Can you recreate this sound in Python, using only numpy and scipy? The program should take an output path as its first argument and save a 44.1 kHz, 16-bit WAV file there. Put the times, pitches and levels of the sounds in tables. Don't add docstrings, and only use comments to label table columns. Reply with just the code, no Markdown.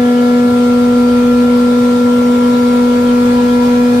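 import sys
import numpy as np
from scipy import signal
from scipy.fft import rfft, irfft
from scipy.io import wavfile
from scipy.ndimage import uniform_filter1d, minimum_filter1d

SR = 44100
rng = np.random.default_rng(int(sys.argv[2]) if len(sys.argv) > 2 else 0)


def int16_out(signal):
    q = np.round(np.clip(np.atleast_2d(signal).T, -1, 1) * 32767)
    wavfile.write(sys.argv[1], SR, q.astype(np.int16))


N = 176400

SHAFT_HZ, SPEED_UP_HZ_PER_S = 48.785, .015
LOBES, GEAR_TEETH = 5, 28
ROUGH_HZ = 14

# lobe_harmonic, level_db, pan_db, lead_rad
PULSE_TONES = [(1, -10.0, 0.65, 0.23), (2, -17.4, 4, -0.22)]
# time_s, gain_db, added_pan_db
HUM_ALONG_WALK = [(0, 0, 0), (1.35, .55, -0.6), (2.5, -0.2, -0.1), (4, 0, -0.5)]
# [(time_s, level_db)]
WHINE_TONES = [ (15, 3.5, .65, [(0, -27.5), (.4, -30), (1.2, -36), (2.2, -42), (3.1, -36.5), (4, -33.5)]),
               (20, 3.2, -2.31, [(0, -29.5), (1, -29.5), (2, -29), (2.5, -24.5), (3.1, -26.5), (3.7, -25),
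               (4, -28.5)]), (GEAR_TEETH, 2.4, .2, [(0, -32), (.6, -28.5), (1.3, -28), (2.7, -29.5),
               (3.4, -31), (4, -33.5)]), (35, 0, -2.03, [(0, -33), (.4, -34), (.7, -48), (1.3, -38.5),
               (2.1, -43), (2.8, -53), (3.4, -49), (4, -43)]), (45, 4.5, -.3, [(0, -42.5), (.5, -44),
               (1.2, -49), (2, -47.5), (2.4, -42.5), (3, -43.5), (3.4, -50), (4, -52)]),
               (50, -.8, -0.62, [(0, -51), (.7, -52), (1.25, -41), (2, -52.5), (2.8, -47), (3.4, -43.5),
               (3.9, -39)])]
# [(time_s, level_db)]
WHISTLE_TONES = [(4635, 2, .3, [(0, -56), (1.1, -46.5), (2.3, -60), (3.6, -48), (4, -56)]),
                 (5466, -.7, .2, [(0, -63), (1.5, -58), (2.55, -48.5), (3.1, -56), (4, -54)]),
                 (8470, 0, 0, [(0, -64), (.6, -51), (1.5, -57), (1.95, -52), (2.5, -63), (4, -62)])]
# shaft_harmonic (rounded for pitch), level_db, pan_db, lead_rad
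SHAFT_TONES = [(1, -58, 2, -.2), (3, -45, 3, 0), (4, -39, -1, 0.5), (6, -44, 1.8, -0.5), (9, -47, 8, 1.8),
               (11, -42.5, 20, 1.4), (12, -44.5, -20, 2.5), (13, -43.5, 2, 2.5), (15.9, -43, 1, 1.7),
               (21, -40.5, 1, 2), (25, -39.5, -4.5, -2), (27, -39, 2, 3.5), (29.6, -40, -3, 1.5),
               (40, -46.5, 0.5, -2), (55, -48, -1, -2.5)]
# pitch_hz, level_db, pan_db, lead_rad
MOTOR_TONES = [(90.7, -48, 2.5, 0), (100, -48, .4, 0), (161.7, -42.5, -2.5, 0), (343.4, -49, -2, 0.2),
               (424.8, -38.5, 5.5, 0.5), (449, -44, -4, -3.3), (503, -44.5, -3, 0.5), (531, -40.5, -3, 1.5),
               (553, -54, -1, -3.5), (930, -47, 0, 1.4), (1047, -50.5, -8, 1.5), (1261, -46, 10, 3),
               (1829, -53, -3, -3)]
# [(time_s, level_db)]
SWELLING_TONES = [(56.9, 1.3, 0, [(0, -57), (.7, -43), (1.3, -35.5), (1.9, -44), (2.3, -50), (2.9, -39),
                  (3.5, -38), (4, -41)]), (114, 1.4, 0.044, [(0, -43), (1.5, -38), (2.3, -44), (3.2, -45),
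                  (3.9, -35)]), (1671, 2.9, -1.7, [(0, -39), (.6, -44), (1.4, -53), (2.2, -45), (3.4, -36),
                  (4, -36.5)])]
# frequency_hz, mid_db_per_hz, side_db_per_hz
FLOW_SPECTRUM = [(20, -67, -85), (35, -74, -93), (65.4, -64, -79), (108, -52, -71), (176, -59, -80),
                 (223, -53, -68), (245, -46.5, -56), (276, -54, -71), (327, -67, -77), (406, -59.5, -70),
                 (500, -55.5, -65), (690, -62.5, -74), (990, -61, -65.5), (1135, -66, -61),
                 (1670, -69.5, -67), (2230, -68.5, -71.5), (2670, -72, -71), (3650, -70.5, -70.5),
                 (4280, -73.5, -73), (6060, -78.5, -78), (9500, -82, -82), (12000, -83, -82.5),
                 (15500, -91, -92)]
# time_s, bass_db, middle_db, treble_db
FLOW_ALONG_WALK = [(0, -2.5, -2, -0.6), (1.5, 0.5, -0.5, -0.5), (2.6, -0.7, 0.6, 0), (4, 1.3, 1, 1)]
# centre_s, sigma_s, pitch_hz, bandwidth_hz, level_db
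PIPE_RESONANCES = [(.19, .03, 3000, 300, -40), (3.10, 0.018, 3150, 300, -37.5), (3.39, .02, 977, 30, -28.5),
                   (3.505, .02, 3280, 400, -36.5), (3.653, 0.048, 976, 20, -27.5)]


def undb(db):
    return 10 ** (np.asarray(db) / 20)


def drift(rate_hz):
    count = int(rate_hz * N / SR) + 8
    fine = signal.resample(rng.standard_normal(count), count * 16)
    return np.interp(np.arange(N) / SR * rate_hz * 16, np.arange(len(fine)), fine)


def random_phasor(rate_hz):
    return (drift(rate_hz) + 1j * drift(rate_hz)) / np.sqrt(2)


def tone(cycles, level_db, pan_db, lead_rad, modulation=1):
    side = np.array([[.5], [-.5]])
    stereo = undb(side * pan_db) * np.exp(1j * side * lead_rad)
    return np.sqrt(2) * undb(level_db) * np.real(stereo * modulation * np.exp(2j * np.pi * cycles))


def passing_tone(cycles, pan_db, lead_rad, path, roughness=.14, rough_hz=ROUGH_HZ):
    level_db = np.interp(np.arange(N) / SR, *np.transpose(path))
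    cycles = cycles + rng.random()
    modulation = (1 + roughness * random_phasor(rough_hz)) / np.hypot(1, roughness)
    return tone(cycles, level_db, pan_db, lead_rad, modulation)


def standing_waves(hz, depth=.43, rate_hz=1.1, roughness=.22):
    apart = min(hz / 1500, 1)
    each_side = np.array([random_phasor(rate_hz), random_phasor(rate_hz)])
    slow = np.sqrt(1 - apart ** 2) * random_phasor(rate_hz) + apart * each_side
    modulation = 1 + depth * slow + roughness * random_phasor(ROUGH_HZ)
    return modulation / np.sqrt(1 + depth ** 2 + roughness ** 2)


def lobe_hum(shaft, t, swell_db=.12, flutter_db=.22):
    times, path_db, path_pan = np.transpose(HUM_ALONG_WALK)
    gain_db = np.interp(t, times, path_db) + swell_db * drift(rate_hz=4.97)
    added_pan = np.interp(t, times, path_pan)
    return sum(tone(k * LOBES * shaft, db + gain_db + flutter_db * drift(ROUGH_HZ), pan + added_pan, lead)
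               for k, db, pan, lead in PULSE_TONES)


def whines(shaft):
    return sum(passing_tone(round(k) * shaft, *rest) for k, *rest in WHINE_TONES)


def whistles(t):
    return sum(passing_tone(hz * t, *rest, roughness=1, rough_hz=60.2) for hz, *rest in WHISTLE_TONES)


def rotor_tones(shaft):
    return sum(tone(round(k) * shaft + rng.random(), db, pan, lead, standing_waves(k * SHAFT_HZ))
               for k, db, pan, lead in SHAFT_TONES)


def lobe_buzz(shaft, first_db=-50.5, db_per_octave=-8.5, scatter_db=.5):
    out = 0
    for k in range(12, 40):
        db = first_db + db_per_octave * np.log2(k / 12) - scatter_db * rng.standard_normal()
        cycles = k * LOBES * shaft + rng.random()
        lead = rng.uniform(-np.pi, np.pi)
        out = out + tone(cycles, db, 0, lead, standing_waves(k * LOBES * SHAFT_HZ))
    return out


def other_machines(t):
    drone = sum(tone(hz * t + rng.random(), db, pan, lead, standing_waves(hz))
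                for hz, db, pan, lead in MOTOR_TONES)
    return drone + sum(passing_tone(hz * t, *rest) for hz, *rest in SWELLING_TONES)


def gas_flow(shaft, t, flicker_db=1.74, throb_depth=.046, swell_db=.37, trim_db=-.16, pan_db=.8):
    f = np.maximum(np.arange(N // 2 + 1) * SR / N, 1)
    hz, *densities_db = np.transpose(FLOW_SPECTRUM)
    shapes = (undb(np.interp(np.log(f), np.log(hz), db)) for db in densities_db)
    mid, side = (rfft(rng.standard_normal(N)) * shape * np.sqrt(SR / 2) for shape in shapes)
    spectrum = np.array([mid + side, mid - side])
    times, *gains_db = np.transpose(FLOW_ALONG_WALK)
    bass, middle, treble = (undb(np.interp(t, times, db)) for db in gains_db)
    throb = 1 + throb_depth * np.cos(2 * np.pi * LOBES * shaft)
    hiss = treble * throb * undb(swell_db * drift(rate_hz=25))
    edges_hz = np.r_[0, 160, 340, 520, np.geomspace(720, 3000, 12), 3300:9000:300, 9000:17000:600]
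    out = 0
    for lo, hi in zip(edges_hz, edges_hz[1:]):
        band = irfft(spectrum * ((f >= lo) & (f < hi)), N)
        flicker = undb(flicker_db * drift(rate_hz=20))
        gain = hiss if lo > 2000 else middle if lo > 700 else bass if hi < 170 else 1
        out = out + band * flicker * gain
    return out * undb(trim_db + pan_db * np.array([[.5], [-.5]]))


def pipe_flares(t, stereo_spread=.46):
    out = 0
    for centre_s, sigma_s, hz, bandwidth_hz, db in PIPE_RESONANCES:
        each_side = np.array([random_phasor(bandwidth_hz), random_phasor(bandwidth_hz)])
        grain = (random_phasor(bandwidth_hz) + stereo_spread * each_side) / np.hypot(1, stereo_spread)
        envelope = np.exp(-((t - centre_s) / sigma_s) ** 2 / 2)
        out = out + tone(hz * t, db, 0, 0, grain) * envelope
    return out


def scene():
    t = np.arange(N) / SR
    shaft = np.cumsum(SHAFT_HZ + SPEED_UP_HZ_PER_S * (t - t.mean())) / SR
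    compressor = lobe_hum(shaft, t) + whines(shaft) + whistles(t) + rotor_tones(shaft) + lobe_buzz(shaft)
    return compressor + other_machines(t) + gas_flow(shaft, t) + pipe_flares(t)


def record(dry, ceiling=.96, window_s=.012, cutoff_hz=15500):
    span = int(window_s * SR)
    gain = np.minimum(1, ceiling / np.abs(dry).max(axis=0))
    limited = dry * uniform_filter1d(minimum_filter1d(gain, span), span)
    lowpass = signal.ellip(8, .05, 60, cutoff_hz, fs=SR, output="sos")
    return signal.sosfiltfilt(lowpass, limited)


dry = scene()
out = record(dry)
int16_out(out)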